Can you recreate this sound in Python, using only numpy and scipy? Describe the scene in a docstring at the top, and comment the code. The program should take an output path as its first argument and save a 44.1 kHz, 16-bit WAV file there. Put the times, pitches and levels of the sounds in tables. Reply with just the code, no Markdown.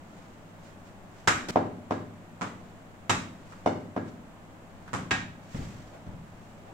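"""A wooden bat cracks a ball three times in a small hard-walled room: shaped pulses ring the blade and room.
Thrown balls bounce; the toe of the bat knocks twice on the floor between strokes, its rebounds as a comb.
Feet land after the last stroke; light ticks of the gear use the same pulse model, without audible blade.
Clothes and pads rustle and soles scuff: noise with level envelopes. A brief burst of noise cuts off.
Below lie steady room noise and a low hum of two wavering sines."""
import sys
import numpy as np
from scipy import signal
from scipy.fft import rfft, irfft
from scipy.io import wavfile
from scipy.ndimage import uniform_filter1d

SR = 44100
rng = np.random.default_rng(int(sys.argv[2]) if len(sys.argv) > 2 else 0)


def store_pcm(level_fs):
    """Save levels as 16-bit WAV."""
    pcm = np.round(np.clip(level_fs, -1, 1) * 32767).astype(np.int16)
    wavfile.write(sys.argv[1], SR, np.atleast_2d(pcm).T)


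N = 296793
TIME_S = np.arange(N) / SR
RESPONSE_SIZE = 65536  # samples
HZ = np.fft.rfftfreq(RESPONSE_SIZE, 1 / SR)
AGE_S = np.arange(RESPONSE_SIZE) / SR
SIDES = np.array([[.5], [-.5]])  # left, right: splits a left-minus-right difference
LEAD_S = 0.001  # margin ahead of the first path, so that a side can lead


def amp(db):
    """Decibels to amplitude gain."""
    return 10 ** (np.asarray(db) / 20)


def unit(x):
    """Scales to rms 1."""
    return x / np.sqrt(np.mean(x ** 2) + 1e-20)


def read(points, hz):
    """Interpolates a table on a log-frequency axis."""
    point_hz, value = np.transpose(points)
    return np.interp(np.log(hz + 1), np.log(point_hz + 1), value)


def add(mix, start_s, sound):
    """Mixes a stereo sound in at start_s, cut at the end of the mix."""
    part = mix[:, round(start_s * SR):][:, :sound.shape[1]]
    part += sound[:, :part.shape[1]]


def noise(colour, alike, size):
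    """Stereo noise of rms 1; the mid/side balance at each frequency sets left-right likeness."""
    hz = np.fft.rfftfreq(size, 1 / SR)
    mid, side = rfft(rng.standard_normal((2, size)))
    likeness = np.clip(read(alike, hz), -1, 1)
    mid = mid * np.sqrt(1 + likeness)
    side = side * np.sqrt(1 - likeness)
    left_right = np.array([mid + side, mid - side])
    return unit(irfft(left_right * amp(read(colour, hz)), size))


def drift(top_hz):
    """Slow random wander of rms 1: ten sines at random rates up to top_hz."""
    rates_hz = top_hz * rng.uniform(0.074, 1, size=10)
    return unit(sum(np.sin(2 * np.pi * (hz * TIME_S + rng.random())) for hz in rates_hz))


# Colour of the room noise. Each row: frequency in Hz, relative spectral level in dB.
AIR_COLOUR = [(20, -2), (38, -8.5), (66, -9.5), (95, -15), (130, -10.5), (175, -2), (300, -8), (440, -14.5),
              (620, -10), (1500, -19), (3000, -28.5), (5200, -40), (7500, -34), (9500, -43), (15800, -45)]
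# Likeness of the sides in room noise and rasp. Each row: frequency in Hz, correlation from -1 to 1.
AIR_ALIKE = [(50, 0.19), (120, 1), (290, .82), (640, 0.65), (1400, -0.038), (3100, -0.11), (6800, -0.051),
             (15000, 0.04)]
AIR_DB = -49.5  # rms


def room_noise():
    """Steady random noise with the colour of the room."""
    return amp(AIR_DB) * noise(AIR_COLOUR, AIR_ALIKE, N)


# Hum partials. Each row: frequency in Hz, rms level in dB about which it wavers.
HUM_PARTIALS = [(102.3, -58.5), (161.5, -64)]


def hum(waver_db=1.0, wander_rad=0.6):
    """Low sines, equal on both sides, whose level and phase wander at random."""
    total = np.zeros(N)
    for hz, db in HUM_PARTIALS:
        level = amp(db + waver_db * drift(9.0)) * np.sqrt(2)
        total += level * np.sin(2 * np.pi * hz * TIME_S + wander_rad * drift(2.0))
    return total


RISE_SHARE = 0.75  # a movement gathers in this share of its fall time


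def swell(peak_s, level_db, attack_s, hold_s, release_s):
    """Power of one movement: exponential rise to peak_s, hold, exponential fall."""
    t = TIME_S - peak_s
    away = np.maximum(-t, 0) / attack_s + np.maximum(t - hold_s, 0) / release_s
    return (amp(level_db) * np.exp(-away)) ** 2


def movements(rows):
    """Summed power of brief movements that share one shape."""
    return sum(swell(peak_s, db, RISE_SHARE * fall_s, 0, fall_s) for peak_s, db, fall_s in rows)


# Likeness of the sides for gear, scuffs and room tail. Each row: frequency in Hz, correlation from -1 to 1.
DIFFUSE_ALIKE = [(100, 1), (250, 0.86), (600, 0.5), (1000, -0.2), (2000, 0.16), (15000, -0.13)]
# Soles scuffing as the batter straightens up.
# Each row: fastest moment in seconds, level in dB, fall to 1/e amplitude in seconds.
SCUFF_MOVES = [(5.95, -49, .05), (6.69, -50.5, .06)]
# Colour of a scuff. Each row: frequency in Hz, relative level in dB.
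SCUFF_SPECTRUM = [(150, -27), (430, -6), (680, -1), (1000, -13), (2500, -23), (9000, -45)]


def scuffs():
    """Soles rub the floor twice: coloured noise follows the power of the movement."""
    return np.sqrt(movements(SCUFF_MOVES)) * noise(SCUFF_SPECTRUM, DIFFUSE_ALIKE, N)


# Clothes and pads as the batter lifts the bat, swings and shifts.
# Each row: fastest moment in seconds, level in dB before flutter, fall to 1/e amplitude in seconds.
RUSTLE_MOVES = [(.19, -60.5, 0.18), (.665, -56.5, .07), (.87, -59.5, 0.043), (1.19, -58.5, 0.099),
                (1.53, -49.5, .04), (2.66, -65, 0.14), (3.52, -58.5, .17), (4.085, -56, 0.036),
                (4.86, -64, 0.12), (5.44, -60, .025), (6.45, -65, .35)]
# Colour of the rustle. Each row: frequency in Hz, relative level in dB.
RUSTLE_SPECTRUM = [(100, -12), (500, -1), (1800, -1), (4000, -9), (7400, -8.5), (9500, -22.5), (15000, -27)]
FIDGET_DB = -68.5  # the gear is never quite still
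# lunge after the last stroke: pads rub hard while the feet land, then settle
LUNGE_S, LUNGE_DB = 5.545, -49.5
LUNGE_ATTACK_S, LUNGE_HOLD_S, LUNGE_RELEASE_S = 0.047, 0.075, .2


def rustle(flutter_db=1.05):
    """Cloth and pads rub with each movement: fluttering noise with summed movement power."""
    lunge = swell(LUNGE_S, LUNGE_DB, LUNGE_ATTACK_S, LUNGE_HOLD_S, LUNGE_RELEASE_S)
    rubbing = np.sqrt(amp(FIDGET_DB) ** 2 + movements(RUSTLE_MOVES) + lunge)
    flutter = amp(flutter_db * drift(60))
    return rubbing * flutter * noise(RUSTLE_SPECTRUM, DIFFUSE_ALIKE, N)


# Colour of the rasp. Each row: frequency in Hz, relative level in dB.
RASP_SPECTRUM = [(40, -12), (200, 5), (700, -7), (1500, -8.5), (3000, -13.5), (5000, -13), (8000, -20),
                 (10500, -33), (15000, -34)]


def rasp(start_s=1.4852, end_s=1.509, level_db=-31, ramp_s=0.00036):
    """A brief burst of noise that cuts off: steady noise behind a gate with short ramps."""
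    gate = np.clip(np.minimum(TIME_S - start_s, end_s - TIME_S) / ramp_s, 0, 1)
    return amp(level_db) * gate * noise(RASP_SPECTRUM, AIR_ALIKE, N)


def ringing(modes, flip=1):
    """Summed spectrum of damped modes, each weighted by a further factor flip."""
    total = 0
    for k, (hz, db, t60_s) in enumerate(modes):
        total = total + flip ** k * amp(db) / (1 + 2j * np.pi * (HZ - hz) * t60_s / np.log(1000))
    return total


# Decay of the diffuse tail. Each row: frequency in Hz, 60 dB decay time in seconds.
TAIL_T60 = [(80, 1), (210, 0.92), (400, 0.52), (700, 0.39), (1470, 0.41), (3900, 0.46), (7500, 0.37),
            (14000, 0.44)]


def diffuse_tail(early_db, build_s=0.0038, early_s=0.01):
    """Noise decaying at its own rate per frequency, flattened to spectral level 1."""
    hz, t, z = signal.stft(noise([(1, 0)], DIFFUSE_ALIKE, RESPONSE_SIZE), SR, nperseg=512)
    z = z * np.exp(-np.log(1000) * t / read(TAIL_T60, hz)[:, None])
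    tail = signal.istft(z, SR)[1][:, :RESPONSE_SIZE]
    # scattering builds up quickly; early_db sets how the near walls stand out
    build = 1 - np.exp(-AGE_S / build_s)
    tail = rfft(tail * build * amp(early_db * np.exp(-AGE_S / early_s)))
    return tail / np.sqrt(uniform_filter1d((abs(tail) ** 2).mean(0), size=160) + 1e-12)


# Standing waves of the room.
# Each row: frequency in Hz, relative level in dB before the flip weighting, 60 dB decay time in seconds.
STANDING_WAVES = [(102.12, 8, 0.85), (136.4, -6, 0.72), (161.6, 2, 0.94), (184.05, 4, 0.82),
                  (237.6, 5.5, 1), (274.7, 7.5, 0.52), (325.5, 4.5, 0.67), (400, -0.5, 0.55),
                  (504, -2, 0.94), (580, -5, 0.21), (602, 6.5, 0.87), (730, -11, 1), (721.2, 3.5, 0.27)]


def room(paths, tail_db, modes_db, early_db, scatter_hz=1500, scatter_s=0.0022):
    """Response from one spot: direct path, single reflections, diffuse tail and standing waves."""
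    tail = diffuse_tail(early_db)
    arrivals = []
    for delay_s, db, lag_s, pan_db in paths:
        delay = np.exp(-2j * np.pi * HZ * (delay_s + SIDES * lag_s + LEAD_S))
        arrivals.append(amp(db + SIDES * pan_db) * delay)
    direct, *echoes = arrivals
    # furniture and the batter's body smear the short waves of each reflection
    smear = rng.standard_normal((2, RESPONSE_SIZE)) * np.exp(-AGE_S / scatter_s)
    smear = rfft(smear / np.linalg.norm(smear, axis=1, keepdims=True))
    share = HZ / scatter_hz
    scattered = sum(echoes) * (1 + share * smear) / np.sqrt(1 + share ** 2)
    # neighbouring modes swing in opposite directions
    standing = ringing(STANDING_WAVES, flip=-0.962)
    return direct + scattered + amp(tail_db) * tail + amp(modes_db) * standing


# Modes of the wooden blade.
# Each row: frequency in Hz, relative level in dB before the random spread, 60 dB decay time in seconds.
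BLADE_MODES = [(755, 1.5, 0.045), (1125, -41, 0.33), (1293, 1.5, 0.05), (1608, 1, 0.039),
               (1637, 14.5, 0.27), (1860, 11.5, 0.23), (2190, 1, 0.4), (2350, 9, 0.42), (2600, 3.5, 0.1),
               (3240, -16, 0.21), (3815, 11, 0.081), (5000, -3, 0.1), (5630, -19, .15)]


def blade(spread_db=4):
    """Each blow lands on a different point of the wood and wakes its modes unevenly."""
    return ringing([(hz, db + spread_db * rng.uniform(-1.7, 1), t60_s) for hz, db, t60_s in BLADE_MODES])


def causal(db):
    """Minimum-phase spectrum: the most compact causal pulse of this colour."""
    log_gain = np.log(amp(np.concatenate([db, db[-2:0:-1]])))
    return np.exp(np.conj(signal.hilbert(log_gain)))[:len(db)]


CHATTER_HZ = 726  # rebounds of the toe per second


def blow(colour, space, level_db, tilt_db, bass_db, ring_db=-100, spot_hz=1000, spot_db=0, octaves=1,
         chatter=0):
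    """One contact pulse, tilted in colour, rings the blade and then the room."""
    shade_db = tilt_db * np.log2(1 + HZ / 1000) + bass_db / (1 + (HZ / 320) ** 4)
    shade_db += spot_db * np.exp(-(np.log2((HZ + 1) / spot_hz) / octaves) ** 2)
    pulse = -causal(read(colour, HZ) + shade_db) * (1 + amp(ring_db) * blade())
    # quick, dying rebounds repeat the sharp part of the pulse: a hollow comb in the treble
    rebound = np.clip(chatter, 0, .8) * HZ ** 4 / (HZ ** 4 + 1300 ** 4)
    pulse /= 1 - rebound * np.exp(-2j * np.pi * HZ / CHATTER_HZ)
    sound = irfft(pulse * space)[:, :SR]
    first_50ms_rms = np.sqrt(np.mean(sound[:, :SR // 20] ** 2))
    return amp(level_db) * sound / first_50ms_rms


def contacts(rows, colour, get_space):
    """Places one blow per row, each through the room response that get_space returns."""
    mix = np.zeros((2, N))
    for start_s, *settings in rows:
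        add(mix, start_s - LEAD_S, blow(colour, get_space(), *settings))
    return mix


# First paths from the floor, shared by ticks, steps and knocks.
# Each row: delay in seconds, level in dB, lag of the left side in seconds, left minus right in dB.
FLOOR_PATHS = [(0, 1.5, 0.00034, -2), (.0018, 5.5, 0.00018, -2), (.0072, -3.5, 0.0012, -5.5),
               (.0120, -4, 0.0011, 4), (.0145, 3, 0, 2), (.0182, -6, 0.0073, -1), (.033, -22, .0003, 13)]


def floor_space():
    """A fresh room response for a light contact at the floor."""
    return room(FLOOR_PATHS, tail_db=14.5, modes_db=2, early_db=15)


# Light ticks of the gear.
# Each row: start in seconds, level in dB, treble tilt in dB per octave, bass in dB.
GEAR_TICKS = [(3.521, -52, 0, 0), (4.878, -51, 0, 0)]
# Colour of a tick. Each row: frequency in Hz, relative level in dB.
TICK_SPECTRUM = [(100, -20), (800, -6), (1450, 2), (2400, -14.5), (7000, -26), (14000, -40)]


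def ticks():
    """Small pulses peaking in the middle range, heard through the room."""
    return contacts(GEAR_TICKS, TICK_SPECTRUM, floor_space)


# Feet on the floor.
# Each row: start in seconds, level in dB, treble tilt in dB per octave, bass in dB.
FOOT_LANDINGS = [(5.546, -35, 1, -2), (5.588, -35, -1, 2), (5.618, -39.5, -1, 3), (6.066, -43, 0, 0.43),
                 (6.088, -42, -0.86, 3), (6.135, -45, -1, 3)]
# Colour of a step. Each row: frequency in Hz, relative level in dB.
STEP_SPECTRUM = [(30, -5.5), (80, -1.5), (130, 3), (230, -2.5), (380, -15.5), (900, -22.5), (3000, -40),
                 (12000, -62)]


def steps():
    """Feet land as bass-heavy pulses, heard through the room."""
    return contacts(FOOT_LANDINGS, STEP_SPECTRUM, floor_space)


# Ball bouncing.
# Each row: start in seconds, level in dB, treble tilt in dB per octave, bass in dB.
BALL_BOUNCES = [(2.4121, -31.5, -1, -2.5), (4.9326, -30.5, 1, 5)]
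# Colour of a bounce. Each row: frequency in Hz, relative level in dB.
BOUNCE_SPECTRUM = [(40, -24), (100, -4.5), (180, 1), (380, -8), (650, -9.5), (1000, -3), (1300, -4),
                   (1700, -10.5), (2200, -14), (4500, -26.5), (7500, -22.5), (9500, -37), (15000, -52)]
# First paths from the bounce.
# Each row: delay in seconds, level in dB, lag of the left side in seconds, left minus right in dB.
BOUNCE_PATHS = [(0, 2.5, .0001, -7), (.0021, -2, .0001, 7), (.0063, -3, .0002, -26.5),
                (.0126, -7, .0002, 8), (.0165, 4.5, -.0002, -3), (.0285, -3, .0002, 7)]


def bounces():
    """The ball bounces: pulses that stir the standing waves strongly."""
    return contacts(BALL_BOUNCES, BOUNCE_SPECTRUM,
                    lambda: room(BOUNCE_PATHS, tail_db=15.0, modes_db=21.5, early_db=-0.5))


# Toe of the bat on the floor.
# Each row: start in seconds, level in dB, treble tilt in dB per octave, bass in dB, ring of the blade in dB,
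# pitch favoured by the struck spot in Hz, its emphasis in dB, its breadth in octaves, chatter from 0 to 1.
TOE_KNOCKS = [(1.5580, -20.5, -1.6, -3.5, -12, 860, 4.5, 0.58, 0.075),
              (1.9084, -27.5, 1.6, 1, -7, 1150, 4.6, 0.29, 0.054),
              (3.6607, -22.5, 1.15, -1, -25, 750, 3.9, 0.64, 0.56),
              (3.9640, -30, -0.8, 3, -9, 1450, 3.5, 0.46, 0.13)]
# Colour of a knock. Each row: frequency in Hz, relative level in dB.
KNOCK_SPECTRUM = [(60, -32.5), (92, -4), (125, -6), (185, -0.5), (400, -3.5), (750, -6), (1100, -13),
                  (1600, -19.5), (2200, -26), (4200, -37), (7500, -41.5), (9500, -56.5), (15000, -65)]


def knocks():
    """The toe lands on one spot with quick rebounds; all knocks share one room response."""
    crease = room(FLOOR_PATHS, tail_db=11, modes_db=15.5, early_db=2.5)
    return contacts(TOE_KNOCKS, KNOCK_SPECTRUM, lambda: crease)


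# Bat on ball.
# Each row: start in seconds, level in dB, treble tilt in dB per octave, bass in dB, ring of the blade in dB,
# pitch favoured by the struck spot in Hz, its emphasis in dB, its breadth in octaves.
BAT_STROKES = [(1.2750, -19.5, 0.6, -2.5, -10, 1460, 7, 0.6), (3.0960, -22.8, .5, 1, -7, 1150, 4.5, 0.9),
               (5.1095, -24.5, -0.3, 5.5, -3, 1900, 11, 1.85)]
# Colour of a stroke. Each row: frequency in Hz, relative level in dB.
STROKE_SPECTRUM = [(40, -11), (90, 1), (250, 2.5), (420, -4), (600, -7), (850, -1.5), (1600, -4.5),
                   (2600, -7), (4500, -15), (7500, -11), (9500, -28.5), (15000, -42)]
# First paths from the bat.
# Each row: delay in seconds, level in dB, lag of the left side in seconds, left minus right in dB.
BAT_PATHS = [(0, 0, 0, -.5), (.0024, 0, .0001, -14), (.0076, 2.5, .0001, 2), (.0098, -1, -.0002, -7),
             (.0134, -8, 0, 2), (.0175, -5, .0003, 2), (.0287, -23, -.0002, 4)]


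def strokes():
    """The ball cracks off the bat: a pulse rings the blade, with a fresh room response each time."""
    return contacts(BAT_STROKES, STROKE_SPECTRUM,
                    lambda: room(BAT_PATHS, tail_db=12.5, modes_db=16.5, early_db=8.0))


def scene():
    """Sums all layers."""
    background = room_noise() + hum()
    noises = rustle() + scuffs() + rasp()
    impacts = ticks() + steps() + bounces() + knocks() + strokes()
    return background + noises + impacts


# Balance of the two microphone ports. Each row: frequency in Hz, left minus right in dB.
PORT_BALANCE = [(100, 1.5), (380, 0.5), (700, 1.5), (1300, 0.3), (2400, -0.6), (4400, -3), (6500, -1.5),
                (8500, 4), (12500, -3), (15500, -3)]
EDGE_HZ = 15900


def record(dry):
    """Two microphone ports of slightly different colour, then a low-pass band limit."""
    balance_db = read(PORT_BALANCE, np.fft.rfftfreq(N, 1 / SR)) * SIDES
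    heard = irfft(rfft(dry) * amp(balance_db), N)
    low_pass = signal.firwin(511, EDGE_HZ, window=("kaiser", 9), fs=SR)
    return signal.oaconvolve(heard, low_pass[None], "same")


dry = scene()
out = record(dry)
store_pcm(out)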